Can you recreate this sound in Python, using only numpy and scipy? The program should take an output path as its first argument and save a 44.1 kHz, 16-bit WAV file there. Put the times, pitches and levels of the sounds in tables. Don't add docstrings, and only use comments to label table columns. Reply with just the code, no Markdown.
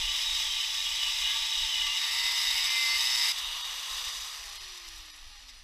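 import sys
import numpy as np
from scipy import signal
from scipy.fft import rfft, irfft, next_fast_len
from scipy.io import wavfile
from scipy.ndimage import uniform_filter1d, map_coordinates

SR = 44100
rng = np.random.default_rng(int(sys.argv[2]) if len(sys.argv) > 2 else 0)


def makeup_ratio(level_db):
    decades = np.asarray(level_db, float) / 20
    return 10 ** decades


def inscribe(sig):
    pcm = np.round(np.clip(np.atleast_2d(sig).T, -1, 1) * 32767)
    wavfile.write(sys.argv[1], SR, pcm.astype(np.int16))


N = 248283
T = np.arange(N) / SR
F = np.maximum(np.fft.rfftfreq(next_fast_len(N + 8192), 1 / SR), 1)

# time in seconds, speed in turns per second.
LOADED_SPEED = [(0, 128), (1.98, 128.7), (2.14, 132.5), (2.31, 136.6), (2.39, 134.2), (2.54, 132.5),
                (2.7, 130.2), (2.86, 129), (2.94, 129.7), (3.1, 134.2), (3.3, 138.7)]
NO_LOAD_TURNS_S, RUN_UP_S, SWITCH_OFF_S, COAST_S = 166, .33, 4.02, 2.207
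GEAR_RATIO, FAN_BLADES = 37 / 12, 37

# time in seconds, scrape level in dB.
BITE = [(0, -33), (.26, -35), (.6, -35), (.78, -37), (1.04, -33.5), (1.17, -35), (1.3, -32), (1.45, -34),
        (1.65, -34), (1.82, -33), (1.95, -34.5)]
# frequency in Hz, width in Hz, level in dB.
STEEL_SHALLOW = [(313, 73, -33.5), (601, 71, -25), (900, 66, -8.5), (1162, 43, -7.5), (2050, 480, -8),
                 (2462, 47, -1.5), (2920, 330, -0.5), (3150, 82, -0.5), (3450, 250, 0.5), (3800, 266, 2.5),
                 (4040, 140, -9), (4540, 190, -9.5), (5123, 640, -6), (6090, 180, -10), (7830, 680, -14),
                 (10260, 1600, -15.5), (12020, 630, -16)]
# frequency in Hz, level in dB.
STEEL_BED = [(150, -55), (500, -55), (900, -18), (1500, -26.5), (2600, -10.5), (4250, -19.5), (5600, -12.5),
             (8800, -26.5), (15000, -21.5)]
# time in seconds, lift in dB.
SNAGS = [(.074, -4), (.215, 6), (.4, 5), (.84, 4), (1.5, 3), (1.887, -8), (1.97, 3), (2.068, 6), (2.132, 4),
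         (2.318, 4), (2.355, 2), (2.377, 5), (2.414, 5), (2.51, 6), (2.57, 3), (2.643, 3), (2.707, 1),
         (2.748, -1), (2.859, 1), (2.914, 1), (3.032, 1), (3.261, 1)]
# centre in seconds, from Hz, to Hz, level in dB,
# half length in seconds.
CHATTER_BURSTS = [(.08, 2853, 3000, -31, .05), (.2, 3850, 4120, -40, 0.056), (.31, 3800, 3750, -32, 0.07),
                  (.45, 3400, 3320, -37.5, .045), (.53, 3170, 3150, -36, 0.036),
                  (.63, 2960, 3090, -35.5, 0.068), (.73, 3400, 3490, -41, 0.044), (.8, 3730, 3800, -33, 0.032),
                  (.86, 3340, 3260, -34.5, 0.019), (.9, 2890, 3000, -39.5, 0.044),
                  (.98, 3330, 3360, -37, 0.045), (1.05, 2976, 2900, -34.5, 0.055),
                  (1.13, 2680, 2550, -45, 0.077), (1.265, 2850, 2974, -32.5, 0.03),
                  (1.27, 2110, 2100, -47, 0.077), (1.33, 1655, 1680, -50, 0.087),
                  (1.33, 3400, 3450, -42, 0.047), (1.55, 3500, 3240, -37, 0.039),
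                  (1.55, 3840, 3774, -37.5, 0.093), (1.62, 2920, 2933, -36.5, 0.064),
                  (1.72, 3124, 2960, -36, 0.043), (1.81, 2933, 2900, -32, 0.082),
                  (1.86, 2050, 2050, -43, 0.15), (1.93, 2800, 2883, -32, 0.046),
                  (.045, 3710, 3800, -34, .015), (.15, 3760, 3750, -35, .02), (.24, 5220, 5230, -40, .03),
                (.42, 5300, 5290, -46, .03), (.58, 3800, 3750, -39, .03), (.89, 3800, 3790, -40, .015),
                (1.03, 3800, 3810, -40, .035), (1.12, 5000, 4990, -44, .03), (1.28, 3780, 3770, -38, .04),
                (1.41, 3760, 3800, -38, .04), (1.645, 3800, 3680, -31.5, .015),
                (1.86, 3730, 3720, -38, .025), (2.17, 5040, 5040, -44, .035),
                (2.28, 3770, 3710, -33.5, .04), (2.36, 2860, 2836, -38, .035), (2.49, 3740, 3810, -33, .04),
                (2.62, 3760, 3700, -34.5, .04), (2.99, 2900, 2900, -39, .02), (3.01, 3690, 3700, -33, .035),
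                (3.17, 3760, 3770, -36, .03), (3.245, 3720, 3700, -37, .02), (3.3, 4850, 4850, -33, .025),
                (3.49, 4565, 4565, -49, .035), (3.58, 2840, 2820, -45, .035), (3.63, 960, 960, -59, .03),
                (3.8, 3490, 3470, -48, .03), (3.9, 1056, 1070, -53, .07), (3.93, 3830, 3830, -41, .03),
                (4.03, 3100, 3060, -54, .03), (4.12, 1160, 1160, -58, .05), (4.3, 1222, 1260, -57, .06),
                (4.36, 4600, 4870, -52, .05), (4.52, 1166, 1162, -59, .06), (4.64, 3310, 3300, -62, .03),
                (4.86, 2070, 2070, -59, .03)]

# frequency in Hz, width in Hz, level in dB.
CASING_FACING = [(1120, 365, -4), (1920, 530, -6), (2900, 240, -4), (3450, 360, -5.5), (3750, 340, -2.5),
                 (4530, 97, -5), (4960, 600, -7), (5950, 370, -6), (6660, 710, -17.5), (8080, 450, -12),
                 (10300, 880, -15), (11440, 900, -13.5), (13300, 1200, -19)]
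# frequency in Hz, width in Hz, level in dB.
CASING_AWAY = [(1180, 290, -9.5), (1870, 370, -7), (2890, 260, -10), (3710, 750, -7.5), (4330, 300, -4),
               (4990, 680, -1.5), (5850, 560, -1), (7100, 400, -10.5), (8070, 690, -11.5),
               (10930, 1400, -8), (13200, 1800, -20)]
# frequency in Hz, level in dB.
CASING_BED = [(150, -45), (500, -30), (900, -13), (1500, -17), (2500, -8.5), (4300, -13.5), (6500, -17.5),
              (8800, -19), (15000, -23)]
# time in seconds, mid rattle in dB, vents towards the microphone in dB.
SWING = [
    (3.35, 2, 0.5),
    (3.45, 3.5, -2.5),
    (3.62, 2.5, -1.5),
    (3.74, -.4, -1),
    (4.0, 0.5, 1),
    (4.15, 0.6, 2),
    (4.42, -3, 0.1),
    (4.6, 0, 1),
    (5.1, -0.3, -0.8),
    (5.6, 1, 0.5),
]
RATTLE_POWER = 3.04
# frequency in Hz, hum level in dB.
HUM = [(240, -84), (258, -77), (280, -82), (300, -77), (340, -67), (380, -71), (428, -77), (495, -74.5)]
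# frequency in Hz, whine level in dB.
WHINE = [(8900, -79), (9200, -72), (9500, -90), (9850, -90), (10200, -72), (11070, -68), (12500, -74),
         (15000, -81)]
# centre in seconds, half length in seconds, multiple of shaft turn, level in dB.
OVERTONES = [
    (3.52, .16, 2, -55),
    (4.43, .13, 2, -61),
    (4.74, .2, 3, -62),
    (5.33, .08, 3, -66),
]
# time in seconds, treble lift in dB.
GUARD_TICKS = [(3.81, 2), (4.053, 2.6), (4.09, 3), (4.212, 4.5), (4.46, 4), (4.5, 3.7), (4.53, 4),
               (4.56, 5), (4.685, 3), (4.753, 4), (4.78, 6), (4.885, 6.5), (4.96, 4), (4.982, 4.6),
               (5.062, 5.4), (5.12, 3), (5.163, 6), (5.24, 3), (5.5, 4), (5.59, 5)]

# centre in seconds, level in dB, half length in seconds.
GUSTS = [(0, -39.5, 0.11), (0.348, -48.5, 0.087), (0.523, -52, .05), (.7, -62, 0.072), (.9, -58, 0.11),
         (1.09, -52, 0.038), (1.174, -58, .04), (1.256, -58, .07), (1.427, -60, 0.04),
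         (1.627, -46.5, 0.053), (1.772, -57, 0.041), (1.878, -56, .06), (2.22, -59, 0.087),
         (2.52, -57, 0.14), (2.988, -57, .06), (3.15, -63, .08), (3.477, -55, .08), (3.72, -68, 0.054),
         (3.924, -60, 0.046), (4.067, -50, 0.032), (4.16, -55, 0.072), (4.443, -60, .07),
         (4.627, -60, 0.092), (4.963, -54, 0.094), (5.28, -55, 0.091), (5.55, -61, 0.22)]
# frequency in Hz, level in dB per Hz.
WIND_COLOUR = [(8.8, -34), (15, 10), (32, 7), (52, 3), (63, -1), (119, -23.5), (168, -39), (220, -39.5),
               (290, -69), (480, -120)]
# frequency in Hz, level in dB.
GARAGE_COLOUR = [(100, 4.5), (200, -2), (400, -3.5), (800, 2.5), (1600, -22), (4000, -34)]
# centre in seconds, half length in seconds, multiple, level in dB.
SINGS = [(.8, .06, 14, -54), (1.85, .07, 9, -52), (2.47, .14, 45, -48), (2.56, .06, 16, -47),
         (2.25, .07, 15, -46), (2.3, .06, 38, -45), (2.6, .08, 17, -46), (2.69, .08, 41, -43),
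         (2.78, .11, 18, -43), (2.78, .08, 19, -47), (2.8, .05, 39, -44), (2.87, .07, 41, -45),
         (2.95, .07, 35, -44), (3.05, .04, 39, -43), (3.18, .09, 38, -43), (3.2, .11, 37, -40),
         (2.55, .06, 28, -41), (3.27, .045, 36, -44)]

# time in seconds, pressure in dB.
PRESSURE = [(2.06, -3), (2.2, -1.5), (2.32, -0.4), (2.42, 0), (2.54, 0), (2.66, -0.1), (2.9, -0.4),
            (3.02, 0.9), (3.14, 1.3), (3.3, 1.3)]
# frequency in Hz, width in Hz, level in dB.
STEEL_SLOT = [(937, 245, -14), (1156, 130, -9), (2050, 400, -1.5), (2900, 250, -4), (3750, 410, 0.5),
              (4597, 220, -1.5), (5014, 240, 3), (5280, 210, 1.5), (6020, 150, -2.5), (6720, 320, -12.5),
              (7790, 610, -7.5), (9530, 540, -16.5), (10280, 580, -16), (11800, 840, -20.5)]
# frequency in Hz, level in dB.
SLOT_BED = [(150, -49), (500, -36), (900, -12.5), (1500, -20.5), (2600, -7.5), (4250, -15), (5600, -9),
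            (8800, -28.5), (13500, -23), (15300, -29.5)]
SQUEAL_ORDERS = [7, 14, 15, 16, 17, 18]
SQUEAL_DB = [-60, -53, -50, -55.5, -55, -61]
SQUEAL_LOCK_DB = [0.5, 1.5, -23, 15, 0, 2]
# frequency in Hz, width in Hz, lift in dB.
BOLT_MODES = [(2050, 210, 8), (2355, 60, 9), (950, 78, 7.5)]
# centre in seconds, level in dB, half length in seconds.
GRAZES = [
    (3.385, -38, 0.016),
    (4.078, -45, 0.02),
    (4.779, -48, .005),
    (4.885, -52, .008),
    (4.98, -55, .012),
    (5.494, -53.5, 0.017),
]
# time in seconds, smallest partial kept over the local mean,
# frequency in Hz above which almost nothing is kept.
THINNED = [(3.63, 1.4, 8500), (4.59, 1.75, 7500), (5.122, 1.7, 7500), (5.337, 1.1, 8000), (5.38, 1.1, 8000)]


def unit(x):
    return x / np.sqrt(np.mean(x ** 2))


def curves(table):
    s, *columns = np.transpose(table)
    return [np.interp(T, s, column) for column in columns]


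def colour(points):
    hz, db = np.transpose(points)
    return makeup_ratio(np.interp(np.log(F), np.log(hz), db))


def shape(x, gain):
    return unit(irfft(rfft(x, 2 * len(F) - 2) * gain)[:N])


def walk(rate):
    k = int(SR / rate)
    held = np.repeat(rng.standard_normal(N // k + 1), k)
    return unit(uniform_filter1d(uniform_filter1d(held, k), k)[:N])


def waver(slow_db, slow_rate, quick_db, quick_rate):
    return slow_db * walk(slow_rate) + quick_db * walk(quick_rate)


def swell(s, half, power):
    return np.exp(-np.abs((T - s) / half) ** power)


def grains(spread_db):
    size_db = spread_db * uniform_filter1d(rng.standard_normal(N), 24) * 6.2
    return unit(rng.standard_normal(N) * makeup_ratio(size_db))


def resonance(modes, bed):
    power = colour(bed) ** 2
    for hz, width, db in modes:
        power = power + makeup_ratio(db) ** 2 / (1 + (2 * (F - hz) / width) ** 2) ** 1.95
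    return np.sqrt(power)


def ring(force, flutter_db, modes, bed, mid_db, low_db, high_db, hiss_db):
    rung = rfft(force, 2 * len(F) - 2) * resonance(modes, bed)
    above = [1 / (1 + (hz / F) ** 16) for hz in (2600, 4300, 8700)]
    shares = (1 - above[0], above[0] - above[1], above[1] - above[2], above[2])
    gains_db = (low_db + 0.2 * flutter_db, 0.19 * flutter_db,
                high_db + 0.5 * flutter_db, hiss_db + 0.77 * flutter_db)
    bands = (makeup_ratio(db) * unit(irfft(rung * share)[:N]) for db, share in zip(gains_db, shares))
    return makeup_ratio(mid_db) * sum(bands)


def spin():
    lift_s, lift_turns = LOADED_SPEED[-1]
    free_s = np.clip(T, lift_s, SWITCH_OFF_S) - lift_s
    run_up = NO_LOAD_TURNS_S - (NO_LOAD_TURNS_S - lift_turns) * np.exp(-free_s / RUN_UP_S)
    coasting = run_up * np.exp(-np.maximum(T - SWITCH_OFF_S, 0) / COAST_S)
    return np.where(T < lift_s, curves(LOADED_SPEED)[0], coasting)


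def slot_depth():
    return np.interp(T, [1.97, 2.05], [0, 1])


def snags():
    rise_s, fall_s = 0.0021, 0.017
    return sum(db * np.exp(-np.where(T < s, (s - T) / rise_s, (T - s) / fall_s)) for s, db in SNAGS)


def shallow_cut():
    bite = curves(BITE)[0]
    mean_db = -34
    bands = zip((-42.5, -37.5, -49.5), (0.81, -0.2, .05))
    over_db = [db + follow * (bite - mean_db) - bite for db, follow in bands]
    flutter_db = waver(0.87, 17.95, 0.88, 90) + snags()
    scrape = ring(grains(1.13), flutter_db, STEEL_SHALLOW, STEEL_BED, bite, *over_db)
    return np.sqrt(1 - slot_depth()) * scrape


def chatter():
    out = np.zeros(N)
    sway = walk(230) + 1j * walk(230)
    for k, (s, from_hz, to_hz, db, half) in enumerate(CHATTER_BURSTS):
        at = slice(max(int((s - 2 * half) * SR), 0), int((s + 2 * half) * SR))
        u = (T[at] - s) / half
        hz = (from_hz + to_hz) / 2 + (to_hz - from_hz) / 2 * u
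        rough = 1.1 + .45 * np.roll(sway, 9000 * k)[at]
        tone = np.real(rough * np.exp(2j * np.pi * np.cumsum(hz) / SR))
        out[at] += makeup_ratio(db) * np.exp(-u ** 4) * tone
    return out


def coast_level():
    return -20 * np.log10(np.e) * np.maximum(T - SWITCH_OFF_S, 0) / COAST_S


def guard_lift():
    return sum(db * swell(s, 0.0054, 2) for s, db in GUARD_TICKS)


def gear_rattle():
    teeth, flutter_db = grains(1.27), waver(0.7, 18, 1.0, 100)
    away = np.interp(T, [4.25, 4.6], [0, 1])
    coast_db, ticks_db = coast_level(), guard_lift()
    swing_db, vents_db = curves(SWING)
    mid_db = RATTLE_POWER * coast_db + swing_db
    bands = zip((-6, -2, -11), (2.52, 2.78, 3.17))
    over_db = [db + power * coast_db - mid_db for db, power in bands]
    over_db[1] = over_db[1] + vents_db + 0.28 * ticks_db
    over_db[2] = over_db[2] + 0.31 * vents_db + ticks_db
    facing, turned = (ring(teeth, flutter_db, modes, CASING_BED, -40 + mid_db, *over_db)
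                      for modes in (CASING_FACING, CASING_AWAY))
    loaded = np.interp(T, [3.3, 3.33], [.4, 1])
    return loaded * ((1 - away) * facing + away * turned)


def armature_hum(turns, speed):
    shaft = 2 * np.pi * GEAR_RATIO * turns
    grip_s = [2, 2.1, 3, 3.3, 3.6, 3.75, 4.05, 4.2, 5.05, 5.2]
    grip_db = [-20, 2.5, 2.5, -1, -1, 2, 2, 1.5, 0, 0]
    db = np.interp(GEAR_RATIO * speed, *np.transpose(HUM)) + np.interp(T, grip_s, grip_db)
    hum = np.sqrt(2) * makeup_ratio(db + 1.3 * walk(14)) * np.sin(shaft + .3 * walk(14))
    overtones = sum(makeup_ratio(db) * swell(s, half, 4) * np.sin(round(k) * shaft) for s, half, k, db in OVERTONES)
    return hum + overtones


def wind():
    lull_db = -63.5
    gusts = makeup_ratio(lull_db) + sum(makeup_ratio(db) * swell(s, half, 2) for s, db, half in GUSTS)
    return gusts * shape(rng.standard_normal(N), colour(WIND_COLOUR))


def garage():
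    return makeup_ratio(-72.5) * shape(rng.standard_normal(N), colour(GARAGE_COLOUR))


def singing(turns):
    rough = makeup_ratio(5.3 * walk(40.44)) * np.exp(.4j * walk(60))
    out = np.zeros(N)
    for k, (s, half, order, db) in enumerate(SINGS):
        tone = np.roll(rough, 7000 * k) * np.exp(2j * np.pi * round(order) * turns)
        out += np.sqrt(2) * makeup_ratio(db) * swell(s, half, 4) * np.imag(tone)
    return out


def disc_face(turns):
    wear_turns = 14
    shapes = int(turns[-1] / 8) + 3
    orders = np.zeros((shapes + 1, 2049), complex)
    orders[:, 1:121] = np.exp(2j * np.pi * rng.random((shapes + 1, 120)))
    orders[:, SQUEAL_ORDERS] *= .3
    faces = irfft(orders, 4096)
    faces = 1.2 * faces[0] + faces[1:]
    place = [turns / wear_turns, turns % 1 * 4096]
    face = unit(map_coordinates(faces, place, order=1, mode="grid-wrap"))
    steady = 1 / (1 + (F / 7000) ** 4) / (1 + (1100 / F) ** 8)
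    steady = steady * (1 - .55 / (1 + ((F - 3400) / 800) ** 4))
    return unit(shape(face, np.sqrt(steady)) + 1.03 * shape(grains(2.3), np.sqrt(1 - steady)))


def squeal(turns, speed, lock):
    out = np.zeros(N)
    for order, db, lock_db in zip(SQUEAL_ORDERS, SQUEAL_DB, SQUEAL_LOCK_DB):
        hz = order * speed
        near_db = sum(lift / (1 + (2 * (hz - mode_hz) / width) ** 2) for mode_hz, width, lift in BOLT_MODES)
        level_db = db + lock_db * lock + near_db + .7 * walk(25)
        out += np.sqrt(2) * makeup_ratio(level_db) * np.sin(2 * np.pi * order * turns + .2 * walk(30))
    return out


def slot_cut(turns, speed):
    pressure = curves(PRESSURE)[0]
    lock = np.interp(T, [2.62, 2.77, 2.96, 2.985], [0, 1, 1, 0])
    bands = zip((-33, -40, -33.5, -45), (0.32, 0.33, 1.3, 1.3))
    scrape_db, *others = (db + follow * pressure for db, follow in bands)
    scrape_db = scrape_db - 0.5 * lock
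    repeat = 0.39 + 0.16 * lock
    force = np.sqrt(1 - repeat) * grains(3.1) + np.sqrt(repeat) * disc_face(turns)
    flutter_db = waver(0.75, 16, 0.65, 90) + snags()
    over_db = [db - scrape_db for db in others]
    slot = ring(force, flutter_db, STEEL_SLOT, SLOT_BED, scrape_db, *over_db)
    contact = np.interp(T, [3.315, 3.33], [1, 0])
    return np.sqrt(slot_depth()) * contact * (slot + squeal(turns, speed, lock))


def grazes():
    push = sum(makeup_ratio(db) * swell(s, half, 2) for s, db, half in GRAZES)
    return push * ring(grains(2.5), waver(.5, 20, 1.5, 150), STEEL_SLOT, SLOT_BED, 0, -7.0, 1.2, -13.0)


def guard_ring():
    guard = shape(grains(2.5), 1 / (1 + ((F - 7300) / 1100) ** 6))
    return makeup_ratio(-60 + RATTLE_POWER * coast_level()) * guard_lift() * guard


def disc_wobble(turns):
    return swell(4.45, .17, 2) * makeup_ratio(-65) * np.sin(10 * np.pi * turns)


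def fan_whine(turns, speed):
    blade_rate = FAN_BLADES * GEAR_RATIO
    db = np.interp(blade_rate * speed, *np.transpose(WHINE))
    whine = np.sin(2 * np.pi * blade_rate * turns + .8 * walk(150)) * (T > 4.4)
    return np.sqrt(2) * makeup_ratio(db + 1.7 * walk(30)) * whine


def scene():
    speed = spin()
    turns = np.cumsum(speed) / SR
    cut = shallow_cut() + slot_cut(turns, speed) + chatter() + singing(turns) + grazes()
    motor = gear_rattle() + guard_ring() + armature_hum(turns, speed) + fan_whine(turns, speed)
    mono = cut + motor + disc_wobble(turns) + wind() + garage()
    return np.array([mono, mono])


def roll_off(x):
    return signal.sosfilt(signal.butter(12, 15520, fs=SR, output="sos"), x)


def record(dry):
    out, size = dry.copy(), 1700
    window = np.sin(np.pi * np.arange(size) / size)
    hz = np.fft.rfftfreq(size, 1 / SR)
    for s, keep, top_hz in THINNED:
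        at = slice(int(s * SR) - size // 2, int(s * SR) + size // 2)
        partials = rfft(out[:, at] * window)
        threshold = np.where(hz > top_hz, 1.75, keep)
        weak = abs(partials) < threshold * uniform_filter1d(abs(partials), 80, axis=1)
        out[:, at] -= irfft(partials * np.where(weak, .9, -.3), size) * window
    low_pass = signal.ellip(10, .2, 60, 15330, fs=SR, output="sos")
    out = signal.sosfiltfilt(low_pass, out)
    return roll_off(out)


dry = scene()
out = record(dry)
inscribe(out)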